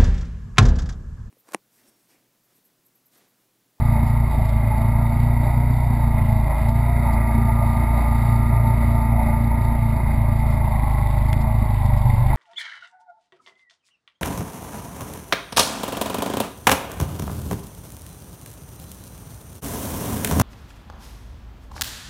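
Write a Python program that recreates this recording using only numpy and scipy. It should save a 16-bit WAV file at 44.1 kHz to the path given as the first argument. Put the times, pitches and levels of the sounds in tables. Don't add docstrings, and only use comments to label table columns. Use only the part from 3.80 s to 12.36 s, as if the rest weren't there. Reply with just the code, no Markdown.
import sys
import numpy as np
from scipy import signal
from scipy.fft import rfft, irfft, next_fast_len
from scipy.io import wavfile
from scipy.ndimage import uniform_filter1d, map_coordinates

SR = 44100
rng = np.random.default_rng(int(sys.argv[2]) if len(sys.argv) > 2 else 0)


def digitize_waveform(pressure):
    field = np.atleast_2d(pressure).T
    bounded = np.clip(field, -1, 1)
    quanta = np.round(bounded * 32767).astype(np.int16)
    wavfile.write(sys.argv[1], SR, quanta)


N = 377496
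TIME = np.arange(N) / SR

# t/s, f/Hz
FIRING_RATE = [(0.0, 28.82), (0.15, 28.25), (0.36, 29.05), (0.5, 28.1), (0.62, 27.41), (0.9, 27.85),
               (1.25, 28.78), (1.5, 29.37), (1.75, 29.85), (1.95, 30.47), (2.15, 29.44), (2.42, 27.78),
               (2.72, 27.13), (2.9, 28.21), (3.03, 29.53), (3.15, 29.66), (3.35, 28.02), (3.62, 28.72),
               (4.0, 28.61), (4.15, 28.81), (4.35, 28.63), (4.55, 28.82), (4.9, 28.76), (5.1, 28.71),
               (5.45, 28.33), (5.75, 28.91), (5.95, 28.69), (6.25, 27.91), (6.55, 28.17), (6.8, 27.48),
               (7.05, 26.41), (7.35, 25.66), (7.6, 27.42), (7.75, 27.46), (8.0, 25.64), (8.2, 24.84),
               (8.38, 23.39), (8.56, 26.21)]
CRUISE_HZ, LUG_HZ = 28.5, 24.6
# t/s, level/dB
ENGINE_LOAD = [(0, -3.5), (1.9, -2), (2.45, -3.5), (3.25, 0), (4.3, 0), (5.4, -0.5), (6.2, -3.5),
               (7.5, -2.5), (8.56, -5)]
# t/s, length/s, sag/dB, rattle/dB
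STUMBLE_EVENTS = [(0.173, 0.17, 7, 4.5), (0.53, 0.078, 28.5, 1), (0.95, 0.23, 2, 2.5), (1.662, 0.09, 1, 4),
                  (2.39, 0.03, 12.5, 6.5), (2.738, 0.16, 19.5, 3.5), (2.93, 0.026, 10.5, -9.5),
                  (3.3, 0.3, 5.5, 3), (3.54, 0.082, 3, 3.5), (4.036, 0.081, 11.5, 2.5),
                  (4.225, 0.15, 10.5, 3), (5.03, 0.029, 4.5, 5.5), (5.47, 0.15, 8, 4),
                  (5.735, .1, 8.5, 2.5), (5.95, 0.037, 9.5, 3), (6.2, 0.13, 5, 3.5),
                  (6.32, 0.09, 18.5, 3.5), (6.7, 0.12, 3.5, 1.5), (6.887, 0.27, 4.5, 1.5),
                  (7.248, 0.54, 3, -0.4), (7.641, 0.07, 6, 2), (8.533, 0.1, 10, 7.5)]

# order (multiple of the firing rate), level/dB
PUTTER_HARMONICS = [(3, -3), (6, -16)]
# order, level/dB
BOOM_HARMONICS = [(5, 2), (9, -19)]
# order, level/dB
PIPE_HARMONICS = [(7, -12), (8, 1), (9, -17), (10, -16.5)]
# t/s, level/dB
PIPE_LEVEL = [(0, -34.5), (.25, -30), (.75, -31), (1.3, -31), (1.7, -28), (2.15, -31.5), (2.7, -32),
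              (3.5, -29), (4.7, -30), (5.4, -27), (6.3, -31.5), (7.1, -33.5), (8.56, -29.5)]
# t/s, length/s, depth/dB
PIPE_LEVEL_DIPS = [(.55, 0.11, 5), (.67, 0.037, 6), (1.95, 0.058, 8), (2.7, 0.16, 3), (3.14, .05, 5),
                   (4.77, 0.066, 29), (4.93, 0.058, 13), (5.82, 0.051, 9.5)]
MUFFLER_RESONANCE, PIPE_RESONANCE = (119.2, 5.5), (228, 11)  # f/Hz, bandwidth/Hz
# f/Hz, level/dB
BURBLE_SPECTRUM = [(12, -25), (28, 1.5), (60, -1), (125, 1.5), (170, -4), (240, -2.5), (300, -13.5),
                   (400, -26.5), (520, -24.5), (800, -37)]

# f/Hz, level/dB
CASING_RESPONSE = [(300, -8), (520, -23.5), (585, -2), (690, -6.5), (745, -10), (880, 1), (1010, -7.5),
                   (1140, -18.5), (1350, -14.5), (1500, -24), (1680, -19.5), (1850, -29), (2600, -55)]
# order, level/dB
MESH_TONES = [(41, -10.5), (42, 0), (43, -8.5), (46, -11), (47, -17.5), (48, -14.5), (59, -23), (63, -39),
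              (67, -22)]
# t/s, level/dB
WHINE_LEVEL = [(0, -45), (.65, -50), (1.0, -44.5), (1.55, -51), (2.0, -55), (2.3, -50), (2.65, -50),
               (2.98, -46.5), (3.12, -50), (3.3, -41), (4.3, -39.5), (5.4, -43), (5.8, -45.5), (6.55, -49),
               (7.1, -47), (7.6, -48), (8.56, -47)]
# order, level/dB
GEARBOX_TONES = [(11, -26.5), (12, -23.5), (13, -15), (15, -27.5), (16, -27.5), (27, -15), (30.1, -18),
                 (31.2, -3.5), (33, -12)]
# t/s, level/dB
CHAIN_LEVEL = [(0, -49), (.9, -42.5), (1.5, -43), (2.3, -45.5), (2.65, -39.5), (3.1, -39), (3.7, -42.5),
               (5.5, -43.5), (6, -45.5), (7.7, -44.5), (8.56, -49)]
# phase/cycles, spread/cycles, level/dB
PISTON_IMPACTS = [(.24, .02, -1.5), (.34, .03, -5.5), (.545, .02, -1), (.61, .02, -4), (.74, .03, -2),
                  (.82, .025, 0), (.91, .02, -4)]
# f/Hz, level/dB
CRANKCASE_RESPONSE = [(1200, -36), (1790, -25.5), (1910, 6), (2130, 6), (2350, -6), (2500, -6.5),
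                      (2700, -33), (3200, -39), (4200, -60.5)]
# phase/cycles, spread/cycles, level/dB
VALVE_IMPACTS = [(.155, .014, -5.5), (.465, .025, -5.5), (.65, .024, 0), (.98, .04, -8)]
# f/Hz, level/dB
COVER_RESPONSE = [(1500, -13.5), (2700, 5.5), (3200, -3.5), (3750, 15.5), (4150, 1), (4550, 11),
                  (5250, -2.5), (6000, -42.5)]
# phase/cycles, spread/cycles, level/dB
CAM_CHAIN_IMPACTS = [(.46, .03, -2.5), (.97, .028, 0)]
# f/Hz, level/dB
TUNNEL_RESPONSE = [(1500, -14), (2400, 1), (3000, -5.5), (3600, 6.5), (4600, -3), (5300, -9.5),
                   (6000, -29.5)]
# t/s, casing/dB, crankcase/dB, valve cover/dB
CLATTER_PEAKS = [(1.0161, -36, -36, -41), (1.3215, -22, -38, -48), (4.2705, -23, -31, -46),
                 (5.031, -21, -38, -48), (6.6003, -34, -27, -39), (7.1826, -21, -31, -44),
                 (7.5362, -34, -30.5, -50), (7.9055, -36, -37, -38), (7.9439, -38, -40, -37),
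                 (8.1365, -30, -32, -38), (8.3005, -30, -26.5, -37)]
# t/s, length/s, level/dB
LABOUR_SPELLS = [(7.1, .7, -48)]

# t/s, level/dB
WAKE_LEVEL = [(0, -41), (.6, -40.5), (1.3, -46.5), (2.2, -42), (2.75, -41), (3.35, -47), (4, -39.5),
              (5.4, -43), (6.2, -45.5), (7.2, -36), (7.55, -44), (8.1, -35.5), (8.56, -37)]
# f/Hz, level/dB
WASH_SPECTRUM = [(300, 23.5), (900, -1.5), (1500, 7), (2600, -14), (4000, -8.5), (5500, -13.5),
                 (6500, -23.5)]
# f/Hz, level/dB
SPRAY_SPECTRUM = [(1200, 2), (2500, 10), (3500, 3.5), (4800, -7), (5600, -20.5)]
# t/s, length/s, level/dB
TYRE_SPURTS = [(.28, .08, -54), (.656, .015, -49), (.695, .02, -48.5), (2.89, .02, -49),
               (3.337, .025, -49.5), (6.72, .1, -54), (7.489, .03, -50), (7.615, .025, -48.5),
               (8.06, .02, -50), (8.179, .02, -49)]
# f/Hz, level/dB
SPURT_SPECTRUM = [(1500, -7), (2600, -4), (3700, 0), (4800, 0), (5400, -4.5), (6000, -28)]
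# t/s, length/s, level/dB
SLOSH_EVENTS = [(0.595, 0.11, -31.5), (1.35, 0.086, -36.5), (2.036, 0.071, -35.5), (2.714, 0.074, -30),
                (3.08, 0.093, -37), (3.342, 0.08, -31.5), (3.496, 0.038, -31), (3.844, 0.13, -38),
                (5.156, 0.062, -38.5), (5.399, 0.14, -31.5), (6.938, 0.036, -29), (7.662, .11, -34.5)]
# t/s, level/dB, f/Hz of its ring
FENDER_SPLATS = [(7.5303, -22.5, 3390), (7.5331, -39, 2470)]
# f/Hz, level/dB
FENDER_MODES = [(1375, -11), (1640, -10), (1920, -8), (2150, -6), (2470, -11), (2780, -14), (3020, -16)]


def amp(db):
    return 10 ** (np.asarray(db) / 20)


def unit_rms(x):
    return x / np.sqrt(np.mean(x ** 2) + 1e-20)


def curve(rows):
    return np.interp(TIME, *np.transpose(rows))


def bump(s, length):
    return np.exp(-np.minimum((2 * (TIME - s) / length) ** 2, 20))


def bumps_db(rows):
    return sum(np.outer(dbs, bump(s, length)) for s, length, *dbs in rows)


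def swells(rows):
    return sum(amp(db) * bump(s, length) for s, length, db in rows)


def wander(rate):
    knots = rng.standard_normal(4096)
    coarse = TIME[::32]
    spline = map_coordinates(knots, [coarse * rate], order=3, mode="wrap")
    return unit_rms(np.interp(TIME, coarse, spline))


def per_cycle(cycles):
    return np.interp(cycles, np.arange(512), rng.standard_normal(512))


def cyclic_noise(cycles):
    return np.interp(cycles % 1, np.linspace(0, 1, 512), rng.standard_normal(512))


def grit(per_s):
    return unit_rms(rng.standard_normal(N) * (rng.random(N) < per_s / SR))


def bursts(cycles, impacts, steady_db, uneven_db):
    power = amp(steady_db) ** 2
    for phase, spread, db in impacts:
        away = (cycles - phase + .5) % 1 - .5
        strength = amp(db + uneven_db * per_cycle(cycles))
        power = power + strength ** 2 * np.exp(-.5 * (away / spread) ** 2)
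    return np.sqrt(power)


def blows(cycles, impacts, uneven_db):
    force = np.zeros(N)
    starts = np.arange(256)
    for phase, spread, db in impacts:
        late, hard = rng.standard_normal((2, len(starts)))
        at = np.searchsorted(cycles, starts + phase + spread * late)
        heard = (at > 0) & (at < N)
        force[at[heard]] += amp(db + uneven_db * np.tanh(hard[heard]))
    return unit_rms(force)


def gulps(cycles, harmonics, phase, waver_db):
    angle = 2 * np.pi * (cycles - phase)
    partials = (amp(db + waver_db * wander(15)) * np.cos(order * angle) for order, db in harmonics)
    return -np.sqrt(2) * sum(partials)


def resonance_db(hz, resonance):
    centre, width = resonance
    return -10 * np.log10(1 + (2 * (hz - centre) / width) ** 2)


def gain_at(hz, spectrum, outside_db):
    f, db = np.transpose(spectrum)
    return amp(np.interp(np.log(hz + 1), np.log(f), db, left=outside_db, right=outside_db))


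def filtered(x, gain):
    size = next_fast_len(N + 4096)
    return irfft(rfft(x, size) * gain(np.fft.rfftfreq(size, 1 / SR)), size)[..., :N]


def coloured(x, spectrum):
    return unit_rms(filtered(x, lambda hz: gain_at(hz, spectrum, outside_db=-90)))


def impulse_response(body, size=2048):
    hz = np.fft.rfftfreq(size, 1 / SR)
    cepstrum = irfft(np.log(gain_at(hz, body, outside_db=-60)))
    ring = irfft(np.exp(rfft(2 * cepstrum[:size // 2], size)))
    return ring / abs(ring).max()


def struck(force, body):
    return unit_rms(signal.oaconvolve(force, impulse_response(body))[:N])


def patchy(x, depth_db):
    bands = signal.stft(x, nperseg=2048)[2]
    fading = uniform_filter1d(rng.standard_normal(bands.shape), 3, axis=0)
    fading = unit_rms(uniform_filter1d(fading, 5, axis=1))
    return unit_rms(signal.istft(bands * amp(depth_db * fading), nperseg=2048)[1][:N])


def placed(x, left_db, scatter_db):
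    t = np.arange(3000) / SR
    echoes = rng.standard_normal(len(t)) * t * np.exp(-t / 0.0042)
    scatter = amp(scatter_db) * unit_rms(signal.oaconvolve(x, echoes)[:N]) * np.std(x)
    return np.array([x * amp(left_db / 2) + scatter, x * amp(-left_db / 2) - scatter])


def exhaust(cycles, firing_hz, load_db, sag_db, unrest):
    shake_db = -19.5 + .5 * load_db - 4.5 * np.maximum(LUG_HZ - firing_hz, 0)
    thump_db = -32.5 - 1.6 * load_db - .2 * sag_db
    putter_db = -24.5 - 0.075 * load_db
    chug_db = -34 - 1.7 * load_db + 0.24 * (CRUISE_HZ - firing_hz)
    drone_db = -21 + 0.1 * load_db - sag_db
    boom_db = -21 + 1.4 * resonance_db(5 * firing_hz, MUFFLER_RESONANCE)
    ring_db = curve(PIPE_LEVEL) + 0.59 * resonance_db(8 * firing_hz, PIPE_RESONANCE)
    ring_db -= bumps_db(PIPE_LEVEL_DIPS)[0]
    cycles = cycles + 0.0055 * unrest * per_cycle(cycles)
    shake = amp(shake_db) * gulps(cycles, [(2, 0.0087)], phase=0.754, waver_db=0.93)
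    thump = amp(thump_db) * gulps(cycles, [(1, 0)], phase=0.675, waver_db=1)
    putter = amp(putter_db) * gulps(cycles, PUTTER_HARMONICS, phase=0.66, waver_db=1.6)
    chug = amp(chug_db) * gulps(cycles, [(5, 0.002)], phase=0.6765, waver_db=0.95)
    drone = amp(drone_db) * gulps(cycles, [(4, 0)], phase=0.695, waver_db=1.43)
    boom = amp(boom_db) * gulps(cycles, BOOM_HARMONICS, phase=0.7294, waver_db=-4.5)
    ring = amp(ring_db) * gulps(cycles, PIPE_HARMONICS, phase=.73, waver_db=1.2)
    firing_strength = amp(1.55 * unrest * per_cycle(cycles))
    return shake + (thump + putter + chug + drone + boom + ring) * firing_strength


def burble(cycles):
    puffs = bursts(cycles, [(.68, .13, 0)], steady_db=-5, uneven_db=4)
    return coloured(puffs * rng.standard_normal(N), BURBLE_SPECTRUM)


def clatter(cycles):
    force = grit(4000) + amp(-9) * blows(cycles, [(.42, .05, 0), (.65, .03, -3)], uneven_db=3)
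    rattle = struck(force, CASING_RESPONSE) + amp(-9) * coloured(cyclic_noise(cycles), CASING_RESPONSE)
    return unit_rms(patchy(rattle, depth_db=1.5) * amp(-0.37 * wander(14)))


def gears(cycles, tones, backlash_rad, flutter_db):
    play = backlash_rad * wander(35)
    out = np.zeros(N)
    for order, db in tones:
        angle = 2 * np.pi * (order * cycles + rng.random()) + play
        out += amp(db + flutter_db * wander(22)) * np.sqrt(2) * np.cos(angle)
    return out


def piston(cycles):
    rub = bursts(cycles, PISTON_IMPACTS, steady_db=-3.5, uneven_db=2)
    force = amp(-4.5) * blows(cycles, PISTON_IMPACTS, uneven_db=2.5) + unit_rms(rub * grit(12000))
    repeating = amp(4) * struck(rub * cyclic_noise(cycles), CRANKCASE_RESPONSE)
    return unit_rms(struck(force, CRANKCASE_RESPONSE) + repeating)


def valves(cycles):
    rub = bursts(cycles, VALVE_IMPACTS, steady_db=-6, uneven_db=2) * grit(14000)
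    taps = amp(-8) * blows(cycles, VALVE_IMPACTS, uneven_db=2.5)
    return struck(unit_rms(rub) + taps, COVER_RESPONSE)


def bubbles(low_hz, high_hz, per_s, decay_periods, glide, sizes=24):
    out = np.zeros(N)
    t = np.arange(3000) / SR
    chance = per_s * amp(4.5 * wander(4)) / sizes / SR
    for hz in np.geomspace(low_hz, high_hz, sizes):
        age = t * hz / decay_periods
        angle = 2 * np.pi * np.cumsum(hz * (1 + glide * np.tanh(age))) / SR
        ring = (1 - np.exp(-t * hz)) * np.exp(-age) * np.sin(angle)
        draw = rng.random(N)
        for at in np.flatnonzero(draw < chance):
            level_db = 3 * min(-np.log(draw[at] / chance[at]), 3)
            part = out[at:at + len(t)]
            part += amp(level_db) * ring[:len(part)]
    return unit_rms(out)


def wash(slowing_hz):
    level_db = -59 + 0.63 * slowing_hz + 1.8 * wander(23)
    return amp(level_db) * coloured(rng.standard_normal(N), WASH_SPECTRUM)


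def spray(slowing_hz):
    patter_db = -60.5 + .9 * slowing_hz + 2.2 * wander(9) + 1.8 * wander(50)
    patter = amp(patter_db) * coloured(grit(2500), SPRAY_SPECTRUM)
    return patter + swells(TYRE_SPURTS) * coloured(grit(6000), SPURT_SPECTRUM)


def cam_chain(cycles, slowing_hz, lead_per_hz=.04):
    slack = np.clip(slowing_hz / 2, 0, 1)
    scrapes = bursts(cycles + lead_per_hz * slowing_hz, CAM_CHAIN_IMPACTS, steady_db=-14, uneven_db=2.5)
    return amp(-57) * slack * struck(scrapes * grit(9000), TUNNEL_RESPONSE)


def sloshes():
    return swells(SLOSH_EVENTS) * bubbles(590, 1000, per_s=900, decay_periods=9, glide=.06)


def clatter_peaks():
    out = np.zeros(N)
    bodies = (CASING_RESPONSE, CRANKCASE_RESPONSE, COVER_RESPONSE)
    rings = np.array([impulse_response(body) for body in bodies])
    for s, *dbs in CLATTER_PEAKS:
        part = out[round(s * SR):][:rings.shape[1]]
        part += (amp(dbs) @ rings)[:len(part)]
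    return out


def labour(cycles):
    force = blows(cycles, [(.605, .01, 0)], uneven_db=3)
    return swells(LABOUR_SPELLS) * struck(force, CRANKCASE_RESPONSE)


def splats(decay_s=.0022):
    out = np.zeros(N)
    t = np.arange(1200) / SR
    band = signal.butter(2, [1100, 6000], "band", fs=SR, output="sos")
    smack = signal.sosfilt(band, signal.unit_impulse(len(t)))
    smack = amp(5.5) * smack / abs(smack).max()
    fender = sum(amp(db) * np.sin(2 * np.pi * hz * t) for hz, db in FENDER_MODES)
    for s, db, hz in FENDER_SPLATS:
        modes = amp(-5.5) * np.sin(2 * np.pi * hz * t) + fender
        part = out[round(s * SR):][:len(t)]
        part += amp(db) * (smack + modes * np.exp(-t / decay_s))[:len(part)]
    return out


def scene():
    firing_hz, load_db = curve(FIRING_RATE), curve(ENGINE_LOAD)
    sag_db, rattle_db = bumps_db(STUMBLE_EVENTS)
    slowing_hz = CRUISE_HZ - firing_hz
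    cycles = np.cumsum(firing_hz) / SR
    shaft = cycles + 0.0041 * wander(7)
    unrest = .85 + .14 * np.maximum(rattle_db, 0)
    throb = exhaust(cycles, firing_hz, load_db, sag_db, unrest)
    gas = amp(-31 + 0.41 * rattle_db + 0.24 * load_db + .15 * slowing_hz) * burble(cycles)
    casing = amp(-33.5 + 0.57 * load_db + rattle_db) * clatter(shaft)
    backlash_rad = .42 + .09 * np.maximum(-load_db, 0)
    whine_db = curve(WHINE_LEVEL) + .8 * wander(9)
    whine = amp(whine_db) * gears(shaft, MESH_TONES, backlash_rad, flutter_db=2.2)
    gearbox = amp(-34.5 + 1.53 * load_db) * gears(shaft, GEARBOX_TONES, backlash_rad=.36, flutter_db=3.5)
    chain = amp(curve(CHAIN_LEVEL)) * gears(shaft, [(23.4, 0)], backlash_rad=.5, flutter_db=2.5)
    piston_db = -40.5 + 0.8 * load_db + 0.83 * rattle_db
    crankcase = amp(piston_db) * piston(cycles) + labour(cycles) + clatter_peaks()
    valve_db = -54.2 + .5 * load_db + .3 * rattle_db + 1.5 * wander(11)
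    ticks = amp(valve_db) * valves(cycles) + cam_chain(cycles, slowing_hz)
    churn = amp(curve(WAKE_LEVEL)) * bubbles(735, 1066, per_s=450, decay_periods=11, glide=0.063)
    hiss = wash(slowing_hz)
    out = placed(throb, left_db=0, scatter_db=-41) + placed(gas, left_db=0, scatter_db=-21)
    out += placed(casing + whine + gearbox + chain + churn + sloshes(), left_db=-.8, scatter_db=-24)
    out += placed(crankcase, left_db=-1.2, scatter_db=-21)
    out += placed(ticks + splats(), left_db=-.5, scatter_db=-12)
    return out + placed(spray(slowing_hz) + hiss, left_db=0, scatter_db=-4)


def record(dry):
    hold_hz, input_edge_hz, output_edge_hz = 12000, 5720, 14450
    narrow = signal.oaconvolve(dry, signal.firwin(301, input_edge_hz, fs=SR)[None], "same")
    sampled = narrow * (1 + 2 * np.cos(2 * np.pi * hold_hz * TIME))
    held = filtered(sampled, lambda hz: np.sinc(hz / hold_hz))
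    lowpass = signal.firwin(511, output_edge_hz, window=("kaiser", 9), fs=SR)
    return signal.oaconvolve(held, lowpass[None], "same")


dry = scene()
out = record(dry)
digitize_waveform(out)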